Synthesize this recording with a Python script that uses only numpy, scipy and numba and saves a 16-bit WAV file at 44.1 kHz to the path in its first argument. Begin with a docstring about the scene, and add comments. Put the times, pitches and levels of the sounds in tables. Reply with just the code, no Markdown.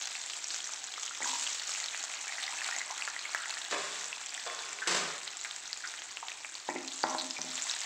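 """Cashews fry in ghee in a nonstick pan, heard from close above in a small, hard kitchen through a phone microphone.
Steam bubbles burst in the fat as damped tones: fine fizz, coarser crackle and single pops, with rough sputters.
A fresh handful drops in and the fizz flares; later a spatula knocks on the pan and turns the nuts.
Metal utensils clatter beside the stove: runs of tiny contacts that excite ringing modes."""
import sys
import numpy as np
from scipy import signal
from scipy.fft import rfft, irfft
from scipy.io import wavfile
from scipy.ndimage import uniform_filter1d
from numba import njit

SR = 44100
rng = np.random.default_rng(int(sys.argv[2]) if len(sys.argv) > 2 else 0)


def int16_out(signal):
    """Quantize to a 16-bit WAV file."""
    q = np.round(np.clip(np.atleast_2d(signal).T, -1, 1) * 32767)
    wavfile.write(sys.argv[1], SR, q.astype(np.int16))


N = 346185
TIME = np.arange(N) / SR

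# wet surfaces meet hot fat as nuts drop in or are turned; both changes are scaled by a swell that stays below 1:
# (time [s], crackle change [dB], fizz change [dB], time for the fizz to subside [s])
FLARES = [(-0.12, -6, 9, 0.16), (1.21, 12, 16, 0.37), (6.82, -4, 7, 1.14), (7.33, 23, 6.5, 1.7)]
FLARE_RISE_S = 0.11  # for the fizz
CRACKLE_SLOWNESS = 6.3  # the crackle swells and subsides this many times slower
# the fat left to itself: levels at the start, sinking as the nuts dry
CRACKLE_DB, CRACKLE_DRYING_DB_PER_S = -48, 0.58
FIZZ_DB, FIZZ_DRYING_DB_PER_S = -42, 0.74
# spectra of crackle and fizz: (frequency [Hz], gain [dB])
CRACKLE_COLOUR = [(50, -53), (150, -53), (260, -4.5), (480, -10), (620, 1.5), (900, -1), (1100, -2.5),
                  (1400, 1.5), (2200, 4.5), (3500, 0), (6000, 13)]
FIZZ_COLOUR = [(80, -57.5), (400, -9.5), (1500, -1), (3000, -3.5), (5000, -5.5), (6600, 0), (7800, 3),
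               (15000, 13.5)]

# the loudest bursting bubbles, before trim and colour: (time [s], level [dB], pitch [Hz], decay [ms])
POPS = [(0.022, -24, 6500, .8), (0.0565, -25, 6460, .6), (0.0722, -25, 6720, .5), (0.1177, -25, 3870, .3),
        (0.1533, -25, 2410, .7), (0.262, -27, 7230, .5), (0.3035, -26, 4560, .6), (0.335, -27, 3150, .85),
        (0.443, -23.5, 5700, .8), (0.5051, -23, 4220, .6), (0.543, -32, 1590, 1.5), (0.5445, -22, 6460, .5),
        (0.604, -27.5, 3200, 1.2), (0.6425, -26, 6000, 1.1), (0.692, -30, 1360, 1.1),
        (0.736, -23, 6030, .6), (0.8415, -25, 6890, .7), (0.9392, -26, 3360, .8), (0.979, -30, 1280, 2.2),
        (1.0312, -24, 6600, .9), (1.063, -25, 6800, .5), (1.0788, -25.5, 3120, .77), (1.11, -31, 1370, 2.2),
        (1.2557, -25, 6900, 1.3), (1.338, -23.5, 7000, .8), (1.4675, -22, 3260, 1.1),
        (1.474, -26, 2950, 1.6), (1.597, -24, 4300, .8), (1.7386, -25, 7050, .7), (1.8017, -22, 6720, .6),
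        (1.841, -23.5, 4400, .9), (1.861, -23, 3500, .3), (1.8843, -24, 3800, .95), (1.9465, -24, 2070, .9),
        (2.0395, -24, 6530, .6), (2.1388, -24, 2500, .6), (2.3239, -26, 2150, .7), (2.383, -25, 1980, 1.2),
        (2.4266, -24, 3870, .4), (2.4373, -24, 3700, 1.2), (2.4793, -25.5, 2020, 2.1),
        (2.6176, -24, 1840, 1.9), (2.6888, -24, 1380, 1.3), (2.7108, -25, 5600, .5),
        (2.7248, -25, 1890, 2.5), (2.764, -26, 6580, 1.3), (2.7858, -22, 7300, 1), (2.8066, -27, 1980, 1.5),
        (2.815, -25.5, 2030, 2.5), (2.9102, -23, 6030, .5), (3.0222, -19, 2630, 1),
        (3.077, -19.5, 1700, .9), (3.1642, -25, 1940, 1.4), (3.1918, -26, 4270, .8),
        (3.254, -26, 2200, 2.2), (3.348, -14.5, 1760, 1.2), (3.4575, -26, 1980, 1), (3.505, -23, 4130, 1),
        (3.5402, -23, 4650, .5), (3.571, -24, 1840, .97), (3.6171, -25, 3870, .6), (3.6493, -23, 3780, .4),
        (4.0433, -23, 6370, .5), (4.129, -22, 2650, .9), (4.2926, -26, 4910, .7), (4.3483, -24.5, 3440, .6),
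        (4.3781, -29, 1890, 2.2), (4.4996, -27, 2070, 1.4), (4.5907, -25, 4150, .5),
        (4.7303, -26, 7320, .7), (4.7879, -26, 2320, .6), (4.8194, -25, 1750, 2), (5.2776, -23.5, 4080, .6),
        (5.3702, -24.5, 7660, .6), (5.4131, -28, 7230, .7), (5.4485, -22, 2150, .8),
        (5.4558, -25, 2320, .6), (5.511, -23.5, 3760, .6), (5.5626, -26, 7580, .5),
        (5.678, -23.5, 6500, .25), (5.7302, -19.5, 4600, .6), (5.7751, -25, 7410, .3),
        (5.8743, -26, 5080, .5), (5.9393, -26.5, 1810, .8), (6.02, -25, 3500, .25), (6.1712, -21, 2770, .6),
        (6.2842, -21.5, 3470, .4), (6.3179, -25, 2580, .8), (6.4474, -22.5, 2390, .8),
        (6.5529, -24, 4560, .5), (6.8819, -26, 4220, .8), (7.0333, -21, 4700, 1.3), (7.0975, -26, 5850, .7),
        (7.184, -23, 4200, .9), (7.199, -21, 4400, .7), (7.2115, -25, 3870, 1.6), (7.3082, -21.5, 5070, .8),
        (7.4163, -20, 6000, .7), (7.5554, -24, 7260, .8), (7.579, -21, 3500, .25),
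        (7.622, -21.5, 7300, 1.1), (7.697, -22, 3850, 1.7), (7.7124, -21, 5340, .7), (7.738, -23, 3790, .6)]
# spectrum of the pops: (frequency [Hz], gain [dB])
POP_COLOUR = [(50, -30), (200, -25), (650, 0), (8000, 0), (12000, 7)]
POP_TRIM_DB = -.9
# lesser pops at random: level above the crackle, range of pitch, typical decay
STRAY_DB, STRAY_SPREAD_DB = 14.5, 4
STRAY_LOW_HZ, STRAY_HIGH_HZ, STRAY_DECAY_MS = 2400, 7000, .55

# nuts pattering down and the spatula's edge tapping, before the low cut:
# (time [s], level [dB], pitch [Hz], decay [ms])
CLACKS = [(1.2045, -33, 870, 5.3), (1.244, -28, 1580, 2.6), (1.258, -28, 980, 4.3), (1.333, -31, 960, 7.6),
          (1.355, -30, 970, 4), (6.6895, -26.5, 990, 2.3)]
# nuts landing and the spatula striking the pan: (time [s], peak level [dB], contact brightness [Hz])
KNOCKS = [(1.206, -39, 600), (1.217, -26, 6000), (1.232, -38, 400), (6.689, -23, 826), (6.76, -26.5, 450),
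          (7.0392, -13, 1870), (7.149, -23, 1030), (7.388, -31, 2500), (7.394, -35.5, 130),
          (7.445, -36.5, 200)]
# modes of the pan: (frequency [Hz], level [dB], t60 [s])
PAN_MODES = [(161, -17, .35), (232, -12, .45), (258, -8, .8), (267, -8, .8), (328, -4.5, .55),
             (413, -14, .3), (554, -15, .3), (625, -2, .55), (745, -10, .55), (795, -6, .5), (831, -7, .5),
             (908, -8, .5), (965, -6, .55), (1017, -3, .6), (1160, -12, .4), (1367, -9, .35),
             (1520, -11, .35), (1920, -7, .35), (2140, -11, .3)]
# spectrum of a blow on the pan: (frequency [Hz], gain [dB])
THUD_COLOUR = [(30, -52), (60, -22), (130, -12.5), (250, -4.5), (500, 3.5), (750, 1), (1000, -3.5),
               (1400, 5.5), (2000, -5), (2800, -18), (6000, -5)]
# hollow note of a blow, and the pan's ringing; levels relative to the thud
BLOW_HZ, BLOW_T60_S, BLOW_DB, PAN_RING_DB = 850, .028, -2.5, -2.5
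# spatula and nuts sliding over the pan floor: (time [s], level [dB], pitch [Hz], length [s])
SLIDES = [(1.218, -37, 2100, 0.0089), (1.25, -48, 970, 0.12), (6.689, -42, 310, 0.03),
          (6.73, -44, 342, 0.09), (6.689, -42, 1970, 0.021), (6.75, -45.5, 2130, 0.031),
          (7.05, -45, 990, 0.17), (7.186, -42, 4230, .022), (7.21, -51.5, 263, 0.13),
          (7.362, -45.5, 2330, 0.029)]
# short rough sputters around one pitch, and the lingering tail of the loudest pop:
# (time [s], level [dB], pitch [Hz], length [s])
SPUTTERS = [(2.275, -46, 2270, 0.027), (2.388, -45, 1900, 0.018), (2.69, -47, 1393, 0.013),
            (2.728, -59, 2090, 0.0051), (2.90, -43.5, 920, .028), (3.078, -40, 1330, 0.0083),
            (3.349, -48, 1430, 0.13), (4.819, -39.5, 1610, 0.026), (4.863, -39, 1570, 0.0087),
            (5.449, -47.5, 1558, 0.021), (5.836, -41, 1530, 0.028), (6.228, -39, 864, 0.0091)]

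# utensils beside the stove collide in short runs and settle in longer, faint ones, before gain and colour:
# (time [s], level [dB], length, at most half a second [s], treble [dB], low cut [Hz])
CLATTERS = [(3.71, -37.5, 0.011, 3, 300), (3.722, -30, 0.017, -17, 220), (3.738, -34.5, .014, -16, 250),
            (3.766, -52.5, 0.33, 7, 300), (4.463, -37, 0.016, -10, 300), (4.488, -52.5, .74, -0.5, 400),
            (4.873, -33, 0.014, 6, 60), (4.886, -37.5, 0.031, 2, 60), (4.91, -32.5, 0.03, -2, 90),
            (4.946, -29, 0.0089, -0.5, 200), (4.961, -32.5, 0.024, -2, 200), (5.0, -42.5, .16, -5, 500)]
# modes of the utensils: (frequency [Hz], level [dB], t60 [s])
UTENSIL_MODES = [(158, -9, .6), (385, -8, .4), (415, -6, .55), (470, -7, .4), (628, -11, .4), (791, -4, .6),
                 (1066, -4, .45), (1166, -7, .45), (1513, 0, .6), (1831, -4, .6), (2519, -2, .5),
                 (2902, -1, .5), (3480, -1, .6), (3682, 0, .55), (4705, -2, .4), (5410, -1, .45),
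                 (6175, -2, .4), (7117, 3, .35), (7400, 2, .35), (7670, 3, .3), (7838, 2, .3),
                 (8710, 9, .5), (9690, 7, .4), (12900, 10, .2), (14900, 10, .25)]
# modes of the worktop under them: (frequency [Hz], level [dB], t60 [s])
WORKTOP_MODES = [(158, -4.5, 0.51), (190, -5, 0.25)]
WORKTOP_DB = -32
# spectrum of the clatter: (frequency [Hz], gain [dB])
CLATTER_COLOUR = [(30, -26), (110, -26), (160, -9.5), (200, -12), (245, -5), (320, -5.5), (400, 0),
                  (470, -1), (520, -3), (640, -1), (850, -4.5), (1120, -2), (1330, -1.5), (1550, -3.5),
                  (2300, -7), (8000, -10), (15000, -16)]
# nudges of the bowl: (time [s], peak level [dB])
BOWL_TAPS = [(3.725, -39), (4.465, -36)]
# modes of a steel bowl, before a linear fade over one second: (frequency [Hz], level [dB], t60 [s])
BOWL_MODES = [(377, -10, .8), (1071, 0, 1.5), (1168, -6, 1.5), (1480, -9, 1.5), (1809, -7, 1.6),
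              (2649, -7, 1.4), (3456, -3, 2.2)]
# short pitched rattles within the clatter: (time [s], level [dB], pitch [Hz], length [s])
PITCHED_RATTLES = [(3.73, -47.5, 1130, 0.077), (3.74, -40.5, 637, 0.014), (4.465, -45.5, 654, 0.022),
                   (4.876, -40, 399, 0.028)]

# spectrum of the quiet kitchen: (frequency [Hz], gain [dB])
KITCHEN_COLOUR = [(25, -24), (50, -9), (80, 0), (110, -2.5), (200, -6.5), (300, 3), (1000, -7),
                  (15000, -36)]
# response of the microphone: (frequency [Hz], gain [dB])
MICROPHONE = [(20, -6.5), (7700, 4), (8300, -2), (9000, -8.5), (10300, -17.5), (12000, -25.5), (15500, -26)]
TOP_HZ = 15700  # upper edge of the recorded band


def undb(db):
    """Amplitude of a level in dB."""
    return 10 ** (np.asarray(db) / 20)


def unit(x):
    """Scale to rms 1."""
    return x / np.sqrt(np.mean(x ** 2))


def add(track, s, sound):
    """Mix a sound into a track at time s."""
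    i = int(s * SR)
    track[i:i + len(sound)] += sound[:N - i]


def colour(x, points, size=4096):
    """Causal filter with the given (Hz, dB) spectrum, built from its cepstrum."""
    hz, db = np.transpose(points)
    bins = np.maximum(np.arange(size // 2 + 1) * SR / size, 1)
    gain_db = np.interp(np.log(bins), np.log(hz), db)
    cepstrum = irfft(np.log(undb(gain_db)))
    # folding the cepstrum forward in time makes the filter minimum-phase
    cepstrum[1:size // 2] *= 2
    cepstrum[size // 2 + 1:] = 0
    impulse = irfft(np.exp(rfft(cepstrum)))
    return signal.fftconvolve(x, impulse)[:len(x)]


def lowpass(x, hz):
    """Gentle two-pole low-pass."""
    return signal.sosfilt(signal.butter(2, min(hz, SR / 2 - 1), fs=SR, output="sos"), x)


def fade(t, t60):
    """Exponential decay, 60 dB in t60 seconds."""
    return np.exp(-np.log(1000) * t / t60)


def ring(modes):
    """One second of an object's free ringing, with unit energy."""
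    t = TIME[:SR]
    y = np.zeros(SR)
    for hz, db, t60 in modes:
        y += undb(db) * fade(t, t60) * np.sin(2 * np.pi * (hz * t + rng.random()))
    return y / np.sqrt(np.sum(y ** 2))


@njit
def bubbles(when, size, hz, decay, snap):
    """Each bubble is a snap of its film and a damped tone of its cavity."""
    out = np.zeros(N)
    for k in range(len(when)):
        start = int(when[k] * SR)
        # z is a decaying phasor, turned by p at each sample
        z, p = size[k] + 0j, np.exp((2j * np.pi * hz[k] - 1 / decay[k]) / SR)
        for i in range(max(start, 0), min(N, start + int(6 * decay[k] * SR))):
            out[i] += z.imag + (snap[k] * size[k] if i == start else 0.)
            z *= p
    return out


def burst(when, size, hz, decay, snap):
    """Bubbles and their echoes off the pan wall, whose delay depends on where each one sits."""
    lag = 0.000965 + .004 * rng.random(len(when))
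    direct = bubbles(when, size, hz, decay, snap)
    return direct + undb(-10) * bubbles(when + lag, size, hz, decay, snap)


def swarm(count, low_hz, high_hz, spread_db, cap_db, cycles, snap):
    """Bubbles at random moments: many tiny, few large, each ringing for a few cycles."""
    when, pitch, rank, damping, film = rng.random((count, 5)).T
    hz = low_hz * (high_hz / low_hz) ** pitch
    size = undb(-spread_db * np.log(1 - rank))
    size /= np.hypot(1, size / undb(cap_db))  # a shallow film of fat limits how large they grow
    decay = cycles * 2 ** (2 * damping - 1) / hz
    size /= np.sqrt(decay / decay.mean())  # shorter tones start stronger
    return burst(when * N / SR, size, hz, decay, snap * (.5 + 2 * film))


def surge(rate):
    """Random levels held 1 / rate s and smoothed; spread near 1."""
    hold = int(SR / rate)
    steps = np.repeat(rng.standard_normal(N // hold + 1), hold)
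    return 1.2 * uniform_filter1d(steps, hold)[:N]


def swell(age, subside_s):
    """Shape of a flare: a quick rise, then a slower exponential fall."""
    return (1 - np.exp(-age / FLARE_RISE_S)) * np.exp(-age / subside_s)


def boil(t):
    """Levels of crackle and fizz in dB at times t: a slow drying out, and changes when nuts drop in or are turned."""
    crackle_db = CRACKLE_DB - CRACKLE_DRYING_DB_PER_S * t
    fizz_db = FIZZ_DB - FIZZ_DRYING_DB_PER_S * t
    for s, crackle_change_db, fizz_change_db, subside_s in FLARES:
        age = np.maximum(t - s, 0)
        crackle_db = crackle_db + crackle_change_db * swell(age / CRACKLE_SLOWNESS, subside_s)
        fizz_db = fizz_db + fizz_change_db * swell(age, subside_s)
    return crackle_db, fizz_db


def sizzle():
    """Coarse crackle around the nuts, fine fizz over the whole film of fat, and a soft hiss of steam."""
    crackle_db, fizz_db = boil(TIME)
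    crackle = swarm(count=6000, low_hz=741, high_hz=4466, spread_db=4.0, cap_db=18, cycles=2.8, snap=0.78)
    fizz = swarm(count=12000, low_hz=3310, high_hz=8310, spread_db=3.8, cap_db=21, cycles=2.4, snap=0.5)
    steam = undb(-17) * rng.standard_normal(N)
    coarse = unit(colour(crackle, CRACKLE_COLOUR)) * undb(crackle_db)
    fine = unit(colour(unit(fizz) + steam, FIZZ_COLOUR)) * undb(fizz_db)
    # moisture leaves the nuts in quick, uneven flurries
    flurry_db = .7 * surge(30) + .8 * surge(14)
    return (coarse + fine) * undb(flurry_db)


def hush():
    """The quiet kitchen behind it all: faint steady noise, mostly low."""
    return undb(-67.0) * unit(colour(rng.standard_normal(N), KITCHEN_COLOUR))


def room(x):
    """Dense reflections from tiles and cupboards; they build up briefly, and the treble dies first."""
    t, noise = TIME[:SR], rng.standard_normal(SR)
    low = lowpass(noise, 3500)
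    decaying = low * fade(t, .66) + (noise - low) * fade(t, .5)
    tail = decaying * (1 - fade(t, .03))
    return signal.fftconvolve(x, tail / np.sqrt(np.sum(tail ** 2)))[:N]


def stray_pops(count):
    """Rows like POPS at random moments, their level following the crackle."""
    when, pitch, size, damping = rng.random((count, 4)).T
    s = when * TIME[-1]
    db = boil(s)[0] + STRAY_DB + STRAY_SPREAD_DB * (2 * size - 1)
    hz = STRAY_LOW_HZ * (STRAY_HIGH_HZ / STRAY_LOW_HZ) ** pitch
    return np.column_stack([s, db, hz, STRAY_DECAY_MS * 2 ** (2 * damping - 1)])


def pops():
    """Large single bubbles that stand out of the sizzle, each with a tiny spit of steam."""
    s, db, hz, ms = np.vstack([POPS, stray_pops(count=24)]).T.copy()
    out = burst(s, undb(db), hz, ms / 1000, np.full(len(s), .7))
    t = TIME[:SR // 100]
    for start, pop_db in zip(s, db):
        spit = rng.standard_normal(len(t)) * fade(t, 0.0025)
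        add(out, start, undb(pop_db - 8.5) * spit)
    return undb(POP_TRIM_DB) * colour(out, POP_COLOUR)


def clacks():
    """Nuts and spatula tap the pan floor, each with a brief hollow note."""
    s, db, hz, ms = np.array(CLACKS).T.copy()
    notes = bubbles(s, undb(db), hz, ms / 1000, np.zeros(len(s)))  # damped tones without a snap
    return signal.sosfilt(signal.butter(2, 500, "high", fs=SR, output="sos"), notes)


def knocks():
    """A blow gives a dull thud, a short hollow note and the pan's ringing; softer contact keeps only the lows."""
    t = TIME[:SR]
    thud = colour(signal.unit_impulse(SR), THUD_COLOUR)
    note = fade(t, BLOW_T60_S) * np.cos(2 * np.pi * BLOW_HZ * t)
    # the ringing takes a moment to spread from the point of contact
    ringing = ring(PAN_MODES) * (1 - fade(t, .02))
    response = unit(thud) + undb(BLOW_DB) * unit(note) + undb(PAN_RING_DB) * unit(ringing)
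    out = np.zeros(N)
    for s, db, contact_hz in KNOCKS:
        blow = lowpass(response, contact_hz)
        add(out, s, undb(db) * blow / np.abs(blow).max())
    return out


def rattle(length, spread_db):
    """A run of tiny uneven impulses, at most half a second, swelling quickly and dying away."""
    n = min(int(length * SR), SR // 2)
    chance = rng.standard_normal((2, SR // 2))[:, :n]
    along = np.linspace(0, 1, n)
    impulses = chance[0] * undb(spread_db * chance[1])
    return unit(impulses * along ** 0.12 * (1 - along) ** .5)


def rasps(table, sharpness):
    """Runs of tiny uneven impulses, each ringing one broad resonance."""
    out = np.zeros(N)
    for s, db, hz, length in table:
        b, a = signal.iirpeak(hz, sharpness, fs=SR)
        run = np.pad(rattle(length, spread_db=9.0), (0, SR // 50))  # room to ring out
        y = signal.lfilter(b, a, signal.lfilter(b, a, run))
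        add(out, s, undb(db) * y * np.sqrt(length * SR / np.sum(y ** 2)))
    return out


def slides():
    """Spatula and nuts slide over the pan floor, a rasp of tiny contacts."""
    return rasps(SLIDES, sharpness=4.6)


def sputters():
    """Short rough sputters around one pitch, and the lingering tail of the loudest pop."""
    return rasps(SPUTTERS, sharpness=3.8)


def utensils():
    """Metal pieces chatter against each other and ring faintly, with a low boom of the worktop."""
    contacts = np.zeros(N)
    for s, db, length, treble_db, low_cut_hz in CLATTERS:
        low_cut = signal.butter(1, low_cut_hz, "high", fs=SR)
        run = signal.lfilter(*low_cut, rattle(length, spread_db=3.5))
        body = signal.lfilter(*signal.butter(1, 2200, fs=SR), run)
        add(contacts, s, undb(db + 9.5) * (body + undb(treble_db) * (run - body)))
    metal = undb(-11) * signal.fftconvolve(contacts, ring(UTENSIL_MODES))[:N]
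    boom = undb(WORKTOP_DB) * signal.fftconvolve(contacts, ring(WORKTOP_MODES))[:N]
    return colour(contacts + metal, CLATTER_COLOUR) + boom


def bowl():
    """A steel bowl among the utensils is nudged and sings on faintly in its own modes."""
    out, note = np.zeros(N), ring(BOWL_MODES) * (1 - TIME[:SR])
    for s, db in BOWL_TAPS:
        add(out, s, undb(db) * note / np.abs(note).max())
    return out


def pitched_rattles():
    """Short pitched rattles within the clatter, each around one broad resonance."""
    return rasps(PITCHED_RATTLES, sharpness=5.6)


def scene():
    """The pan close by, the utensils beside it and the kitchen around them, the same in both channels."""
    sizzling = sizzle()
    popping = pops() + sputters()
    stirring = knocks() + clacks() + slides()
    clatter = utensils() + pitched_rattles()
    # each source has its own reflections; the utensils are further off, so more of their sound comes by the walls
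    walls = room(undb(-8.0) * sizzling) + room(undb(-8.5) * popping)
    walls += room(undb(-8.0) * stirring) + room(clatter)
    mono = sizzling + popping + stirring + clatter + bowl() + walls + hush()
    return np.array([mono, mono])


def record(dry):
    """A phone microphone whose treble falls away above 8 kHz and ends steeply at the top of the band."""
    heard = np.array([colour(channel, MICROPHONE) for channel in dry])
    return signal.sosfilt(signal.ellip(10, .2, 70, TOP_HZ, fs=SR, output="sos"), heard)


dry = scene()
out = record(dry)
int16_out(out)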